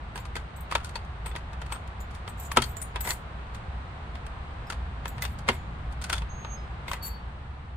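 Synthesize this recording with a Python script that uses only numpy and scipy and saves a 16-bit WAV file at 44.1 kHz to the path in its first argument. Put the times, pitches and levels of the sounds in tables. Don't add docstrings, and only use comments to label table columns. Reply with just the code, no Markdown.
import sys
import numpy as np
from scipy import signal
from scipy.fft import rfft, irfft
from scipy.io import wavfile
from scipy.ndimage import uniform_filter1d

SR = 44100
rng = np.random.default_rng(int(sys.argv[2]) if len(sys.argv) > 2 else 0)


def waveform_to_disk(signal):
    frames = np.transpose(np.atleast_2d(signal))
    scaled = np.clip(frames, -1, 1) * 32767
    samples = np.round(scaled).astype(np.int16)
    wavfile.write(sys.argv[1], SR, samples)


N = 342216
HIT_SIZE = 16384
HIT_LEAD_S = 0.03
AGE = np.arange(HIT_SIZE) / SR
TIME = np.arange(N) / SR

# (time [s], level [dB], strongest ring [Hz])
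THROWS = [(2.5703, -6, 1300), (5.4866, -11, 2130)]


def undb(db):
    return 10 ** (np.asarray(db) / 20)


def fade(t60):
    return np.exp(-np.log(1000) * AGE / max(t60, 1e-3))


def level(x, db, span_s=0.01):
    packed_power = np.mean(np.sum(x ** 2, axis=1)) / (span_s * SR)
    return x * undb(db) / np.sqrt(packed_power)


def curve(points, size):
    hz, db = np.transpose(points)
    bin_hz = np.fft.rfftfreq(size, 1 / SR)
    return np.interp(np.log(bin_hz + 1), np.log(hz), db)


def shape(x, db):
    size = x.shape[-1]
    cepstrum = irfft(np.log(undb(db)), size)
    cepstrum[1:size // 2] *= 2
    cepstrum[size // 2 + 1:] = 0
    return irfft(rfft(x) * np.exp(rfft(cepstrum)), size)


def band(x, hz, kind):
    return signal.sosfilt(signal.butter(3, hz, kind, fs=SR, output="sos"), x)


def add(out, s, x):
    start = max(int(s * SR), 0)
    out[:, start:start + x.shape[1]] += x[:, :out.shape[1] - start]


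def wander(rate, size=N):
    hold = int(SR / rate)
    steps = np.repeat(rng.standard_normal(size // hold + 1), hold)
    return np.sqrt(1.5) * uniform_filter1d(steps, hold)[:size]


def stereo_noise(alike_hz=1700, lag_ms=0.075):
    hz = np.fft.rfftfreq(HIT_SIZE, 1 / SR)
    likeness = 1 / (1 + hz / alike_hz)
    noise = rfft(rng.standard_normal((2, HIT_SIZE)))
    mid, side = noise * np.sqrt([1 + likeness, 1 - likeness])
    delay = np.exp(-2j * np.pi * hz * lag_ms / 1000)
    return irfft([(mid + side) * delay, mid - side])


def ring(hz, t60, scatter_db, detune):
    gain = undb(scatter_db * (rng.standard_normal((2, 1)) + rng.standard_normal()))
    pitch = hz * (1 + detune * rng.standard_normal())
    return gain * fade(t60) * np.sin(2 * np.pi * (pitch * AGE + rng.random((2, 1))))


def contact(t60, tail_db, tail_t60, rub_db, rub_s, grain_db, rise_s, closing_s=0.013):
    before, after = np.maximum(HIT_LEAD_S - AGE, 0), np.maximum(AGE - HIT_LEAD_S, 0)
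    chatter = undb(-60 * after / t60)
    porch = undb(tail_db - 60 * after / tail_t60)
    blow = (1 - np.exp(-after / rise_s)) * (chatter + porch)
    fade_in = np.minimum(AGE / HIT_LEAD_S, 1)
    rub = undb(rub_db) * np.exp(-before / closing_s - after / rub_s) * fade_in
    grain = undb(grain_db * wander(500, size=HIT_SIZE))
    return stereo_noise() * (blow + rub) * grain


def rattle(length_s, per_s, rise_s, tail_db=-20, tail_t60=0.21, build_db=5):
    t60, scatter_db = 0.04, 8
    count = max(int(length_s * per_s), 1)
    one = (1 - np.exp(-AGE / rise_s)) * (fade(t60) + undb(tail_db) * fade(tail_t60))
    power = np.zeros((1, HIT_SIZE))
    for k, (late, size) in enumerate(rng.uniform(-1, 1, (count, 2))):
        s = HIT_LEAD_S + length_s * min((k + (1 + late) / 2) / count, 1)
        gain = undb(scatter_db * size + build_db * min(2 * k / count, 1))
        add(power, s, (gain * one[None]) ** 2)
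    return stereo_noise() * np.sqrt(power)


def outdoors(air_db=-9.5, rumble_top_hz=280):
    # (time [s], rumble level [dB], hiss level [dB]); each counts from its middle value
    swell_points = [(0.0, -42.5, -47.5), (4.62, -41, -46), (5.42, -37.5, -47), (6.92, -41, -46.5),
                    (7.76, -43, -51.5)]
    # (pitch [Hz], relative level [dB])
    air_mid = [(15, -21), (26, -9), (43, -16), (56, 3.5), (76, -3), (97, -9.5), (150, -13), (290, -27.5),
               (600, -28), (730, -24), (1200, -27), (4000, -44), (5500, -57.5), (7700, -61), (8400, -55.5),
               (11500, -83), (16000, -80)]
    # (pitch [Hz], relative level [dB])
    air_side = [(15, -41), (60, -37), (120, -25.5), (230, -33), (600, -35), (730, -27), (1150, -25.5),
                (4000, -44), (5500, -57), (7700, -58.5), (8400, -58.5), (11500, -78), (16000, -83)]
    mid = irfft(rfft(rng.standard_normal(N)) * undb(curve(air_mid, N)), N)
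    side = irfft(rfft(rng.standard_normal(N)) * undb(curve(air_side, N)), N)
    air = np.array([mid + side, mid - side])
    s, *swells = np.transpose(swell_points)
    rumble_gain, hiss_gain = (undb(np.interp(TIME, s, db - np.median(db))) for db in swells)
    rumble = rumble_gain * band(air, rumble_top_hz, "lowpass")
    hiss = hiss_gain * band(air, rumble_top_hz, "highpass")
    return undb(air_db) * (rumble + hiss)


def planks(thump_db=-12):
    # (pitch [Hz], relative level [dB], time to fade by 60 dB [s])
    plank_modes = [(125.5, -4.5, 0.44), (234, 0, 0.18), (276, -2.5, 0.11), (358, 1, 0.096), (383, 0, 0.13),
                   (501, 1.5, 0.07)]
    out, thump = np.zeros((2, N)), np.zeros(HIT_SIZE)
    for k, (hz, db, t60) in enumerate(plank_modes):
        thump += (-1) ** k * undb(db) * fade(t60) * np.sin(2 * np.pi * hz * AGE)
    for s, db, _ in THROWS:
        add(out, s, level(np.array([thump, thump]), db + thump_db))
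    return out


def hinges(jitter=0.0035, flutter_db=2, octave_db=-32):
    # (start [s], length [s], pitch [Hz], rise of pitch at mid-swing [Hz],
    # level before the bite [dB], moment of hardest bite [s])
    squeaks = [(6.289, 0.26, 6450, 60, -46.5, 6.535), (6.56, .09, 5100, 18, -68, 6.59),
               (7.01, 0.14, 4475, 10, -51.5, 7.048)]
    attack_s, release_t60 = 0.017, 0.25
    bite_db, bite_s = 14, 0.026
    out, age = np.zeros((2, N)), TIME[:SR]
    for s, length_s, hz, rise_hz, db, bite_at in squeaks:
        swing = np.sin(np.pi * np.minimum(age / length_s, 1))
        pitch = (hz + rise_hz * swing) * (1 + jitter * wander(130, size=SR))
        phase = 2 * np.pi * np.cumsum(pitch) / SR
        bite = bite_db * np.exp(-((s + age - bite_at) / bite_s) ** 2)
        release = np.exp(-np.log(1000) * np.maximum(age - length_s, 0) / release_t60)
        grip = np.minimum(age / attack_s, 1) * release * undb(db + bite)
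        tone = grip * (np.sin(phase) + undb(octave_db) * np.sin(2 * phase))
        flutter = undb(flutter_db * np.array([wander(45, size=SR), wander(43, size=SR)]))
        add(out, s, tone * flutter)
    return out


def bunch(push, clash_db=-3):
    # (pitch [Hz], relative level [dB], time to fade by 60 dB [s])
    key_modes = [(6300, -20, 0.088), (6860, -9.5, 0.39), (7100, -16, 0.16), (7360, -10, 0.14),
                 (7895, 18.5, 0.036), (8350, -10, 0.18), (9200, -20, 0.32), (10200, -10, 0.13),
                 (10600, -18, 0.24), (12130, -1, .14), (12650, -11, .08), (13170, -3, .13),
                 (13000, 15, 0.025), (13740, 9.5, 0.076), (14050, -3, 0.065), (15670, -20, .2)]
    edges = curve([(1500, -3), (5000, -15.5), (7500, 7.0), (11500, -6.5), (13600, 13.5),
                   (14800, -1), (16000, -9)], HIT_SIZE)
    modes = sum(undb(db) * ring(hz, t60, scatter_db=3.0, detune=0.0083) for hz, db, t60 in key_modes)
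    shimmer = signal.fftconvolve(modes, push, axes=1)[:, :HIT_SIZE]
    return level(shimmer, 0) + level(shape(push, edges), clash_db)


def sparkle(x, sparkle_db, sparkle_hz=11000):
    lower = level(band(x, sparkle_hz, "lowpass"), 0)
    upper = level(band(x, sparkle_hz, "highpass"), sparkle_db)
    return lower + upper


def jingle(length_s, clear_db=-11, low_hz=6800, high_hz=14000, count=5):
    tumble = bunch(rattle(length_s, per_s=280, rise_s=0.002))
    for when, pitch in rng.random((count, 2)):
        free = ring(low_hz + (high_hz - low_hz) * pitch, t60=0.14, scatter_db=2.0, detune=0.002)
        add(tumble, HIT_LEAD_S + length_s * when, level(free, clear_db))
    return tumble


def keys(main_db=0):
    # (time [s], level [dB], sparkle against the lower modes [dB], strongest ring [Hz])
    chinks = [(0.155, -38.5, -12, 8680), (0.1984, -48, 1, 7150), (0.563, -42, -11, 8050),
              (0.606, -48, 5, 8630), (1.26, -32, -21, 8600), (1.723, -29.5, -19, 8550),
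              (2.004, -38.5, -10, 7060), (2.2853, -37, -22, 8430), (2.3984, -36.5, 4, 14000),
              (2.519, -34, -5, 10550), (2.768, -28.5, -18, 7183), (2.8163, -26, -19, 9100),
              (3.006, -25, 0, 12140), (3.0901, -24.5, -8, 7170), (4.669, -51, -10, 5100),
              (5.0782, -31.5, -11, 13500), (5.222, -44, 14, 13600)]
    # (start [s], length [s], level [dB], sparkle against the lower modes [dB])
    jingles = [(2.37, .1, -31, -11), (2.63, .085, -38, -1), (3.022, 0.11, -22.5, -7), (5.23, 0.1, -50, 0),
               (5.499, .05, -41, -8), (6.874, .06, -36, -5), (7.023, 0.056, -27.5, 1)]
    out = np.zeros((2, N))
    for s, db, sparkle_db, hz in chinks:
        push = contact(t60=0.04, tail_db=-23, tail_t60=0.22, rub_db=-25, rub_s=0.011,
                       grain_db=6.5, rise_s=0.00067)
        chink = bunch(push)
        clear_key = ring(hz, t60=0.12, scatter_db=2, detune=0.001)
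        add(chink, HIT_LEAD_S, level(clear_key, main_db))
        add(out, s - HIT_LEAD_S, undb(db) * sparkle(chink, sparkle_db))
    for s, length_s, db, sparkle_db in jingles:
        add(out, s - HIT_LEAD_S, undb(db) * sparkle(jingle(length_s), sparkle_db))
    return out


def door_colour():
    # (pitch [Hz], gain [dB])
    broad_colour = [(40, 6), (120, -3), (300, -7), (560, -1), (1100, -1), (1800, 4), (3300, -5.5),
                    (5500, -7), (9500, -10.5), (12000, -21), (16000, -26)]
    # (pitch [Hz], half width [Hz], lift [dB])
    case_modes = [(385, 160, 7), (640, 57, 0.5), (760, 23, 2), (942, 105, 12), (1307, 110, 6),
                  (1520, 42, 4), (2040, 390, 1.5), (2570, 32, 7.5), (2832, 30, 7), (3163, 56, 8.5),
                  (3514, 200, 7), (4540, 26, 9), (7040, 190, 5.5), (8230, 160, 10)]
    hz = np.fft.rfftfreq(HIT_SIZE, 1 / SR)
    lift = sum(db / (1 + ((hz - f) / width) ** 2) for f, width, db in case_modes)
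    return curve(broad_colour, HIT_SIZE) + lift


def favour(ring_hz, ring_db, width_hz):
    hz = np.fft.rfftfreq(HIT_SIZE, 1 / SR)
    return ring_db / (1 + ((hz - ring_hz) / width_hz) ** 2)


def lock_case(push, colour, hardness_db, snap=1, crest_db=8.5, wood_hz=1200, steel_hz=5500, narrowing=0.35):
    thud_db, tick_db = -8.5, -11
    body, loss_db = shape(push, colour), narrowing * abs(hardness_db)
    thud = level(band(body, wood_hz, "lowpass"), thud_db - hardness_db - loss_db)
    clack = level(band(body, [wood_hz, steel_hz], "bandpass"), -crest_db)
    tick = level(band(body, steel_hz, "highpass") * snap, tick_db + hardness_db - loss_db)
    return thud + clack + tick


def scrapes():
    # (start [s], length [s], level [dB], hardness [dB], strongest ring [Hz])
    slides = [(1.689, .08, -28, -5, 1350), (2.627, 0.019, -30, 14, 4400), (3.04, .075, -18, -1, 2060),
              (5.227, 0.033, -26.5, -0.5, 3570), (5.908, .025, -43.5, 7, 1480),
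              (6.009, .018, -31, 8.5, 1470), (6.115, .07, -23.5, 2, 3410)]
    out, door = np.zeros((2, N)), door_colour()
    for s, length_s, db, hardness_db, ring_hz in slides:
        colour = door + favour(ring_hz, ring_db=13.5, width_hz=100)
        judder = rattle(length_s, per_s=160, rise_s=0.00059)
        add(out, s - HIT_LEAD_S, undb(db) * lock_case(judder, colour, hardness_db))
    return out


def blows():
    single_knocks = [(0.1574, -29.5, -3, 1650), (0.1758, -30.5, 0, 1050), (0.2533, -36.5, 2, 1120),
                     (0.3546, -26.5, -1, 1990), (0.3636, -25.5, -1, 1530), (0.7121, -24.5, -1.5, 1100),
                     (0.7225, -22, -4, 1200), (0.7514, -13, -3.5, 1356), (0.8459, -31.5, 11.5, 1440),
                     (0.9554, -25, -1, 4510), (1.259, -29.5, -6, 1005), (1.3523, -31.5, -8, 950),
                     (1.361, -28, 0, 1910), (1.3135, -37.5, -8, 3480), (1.5297, -36.5, -3, 1160),
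                     (1.6162, -31.5, -2, 1410), (1.7215, -26, -2, 1070), (2.2766, -29.5, -3.5, 1220),
                     (2.5152, -23.5, 1.5, 1130), (2.62, -20, 9.5, 3230), (2.9583, -23.5, -4.5, 1650),
                     (3.1057, -22, 11.5, 4150), (4.153, -36, -2.5, 1050), (4.265, -38, 3.5, 1140),
                     (4.7002, -24, 2, 1390), (4.7228, -28.5, -1, 1170), (5.055, -25.5, -3, 1750),
                     (5.1807, -33.5, -4.5, 1870), (5.2217, -23, 8, 2025), (5.2509, -25.5, 3, 1070),
                     (6.0403, -26.5, 10, 1470), (6.097, -19.5, 2, 1480), (6.128, -16.5, 5.5, 1384),
                     (6.2184, -33.5, -7, 1130), (6.4462, -32, -9.5, 1200), (6.8808, -27.5, -2.5, 2150),
                     (6.9141, -23, -2.5, 1110), (6.9327, -24, -0.5, 1975)]
    # (delay [s], level against the throw [dB], hardness [dB])
    clatter = [(-.007, -15.5, -2), (0, -0.5, -2.5), (.009, -13, -12.5), (.017, -20.5, -7)]
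    # (start [s], end [s], middle level [dB])
    fumbles = [(.8, 2.3, -43), (3.4, 3.55, -41), (5.3, 5.42, -41)]
    ticks_per_s, scatter_db, tick_hardness_db, tick_ring_hz = 5.4, 6.5, 7.5, 1120
    rows = list(single_knocks)
    for s, db, hz in THROWS:
        rows += [(s + delay, db + drop, hardness, hz) for delay, drop, hardness in clatter]
    for start, end, db in fumbles:
        count = max(round((end - start) * ticks_per_s), 1)
        for k, (place, size, hard) in enumerate(rng.uniform(-1, 1, (count, 3))):
            s = start + (end - start) * (k + (1 + place) / 2) / count
            hardness = tick_hardness_db + scatter_db * hard
            rows.append((s, db + scatter_db * size, hardness, tick_ring_hz))
    return rows


def knocks(snap_db=3, snap_s=0.00078, iron_db=-17):
    out, door = np.zeros((2, N)), door_colour()
    snap = 1 + undb(snap_db) * np.exp(-np.abs(AGE - HIT_LEAD_S) / snap_s)
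    for s, db, hardness_db, ring_hz in blows():
        push = contact(t60=0.032, tail_db=-24, tail_t60=0.26, rub_db=-29 - 0.42 * db, rub_s=0.022,
                       grain_db=2.2, rise_s=0.0006)
        colour = door + favour(ring_hz, ring_db=9.5, width_hz=72)
        iron = ring(ring_hz, t60=0.047, scatter_db=1.5, detune=0.0031)
        add(out, s, level(iron, db + iron_db))
        add(out, s - HIT_LEAD_S, undb(db) * lock_case(push, colour, hardness_db, snap))
    return out


def scene():
    # (pitch [Hz], left gain [dB], right gain [dB])
    ports = np.array([(1300, -1.7, -4), (2320, 3, 4.5), (4330, 6, -3), (7370, -16.5, -4), (8380, -2.5, -26),
                      (11300, -1.5, -11), (13600, -5.5, -7), (15000, -6.5, -9)])
    air = outdoors()
    door = planks() + hinges() + keys() + scrapes() + knocks()
    heard = [shape(door[ear], curve(ports[:, [0, ear + 1]], N)) for ear in range(2)]
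    return np.array(heard) + air


def record(dry):
    return signal.sosfilt(signal.ellip(8, 0.2, 80, 16000, fs=SR, output="sos"), dry)


dry = scene()
out = record(dry)
waveform_to_disk(out)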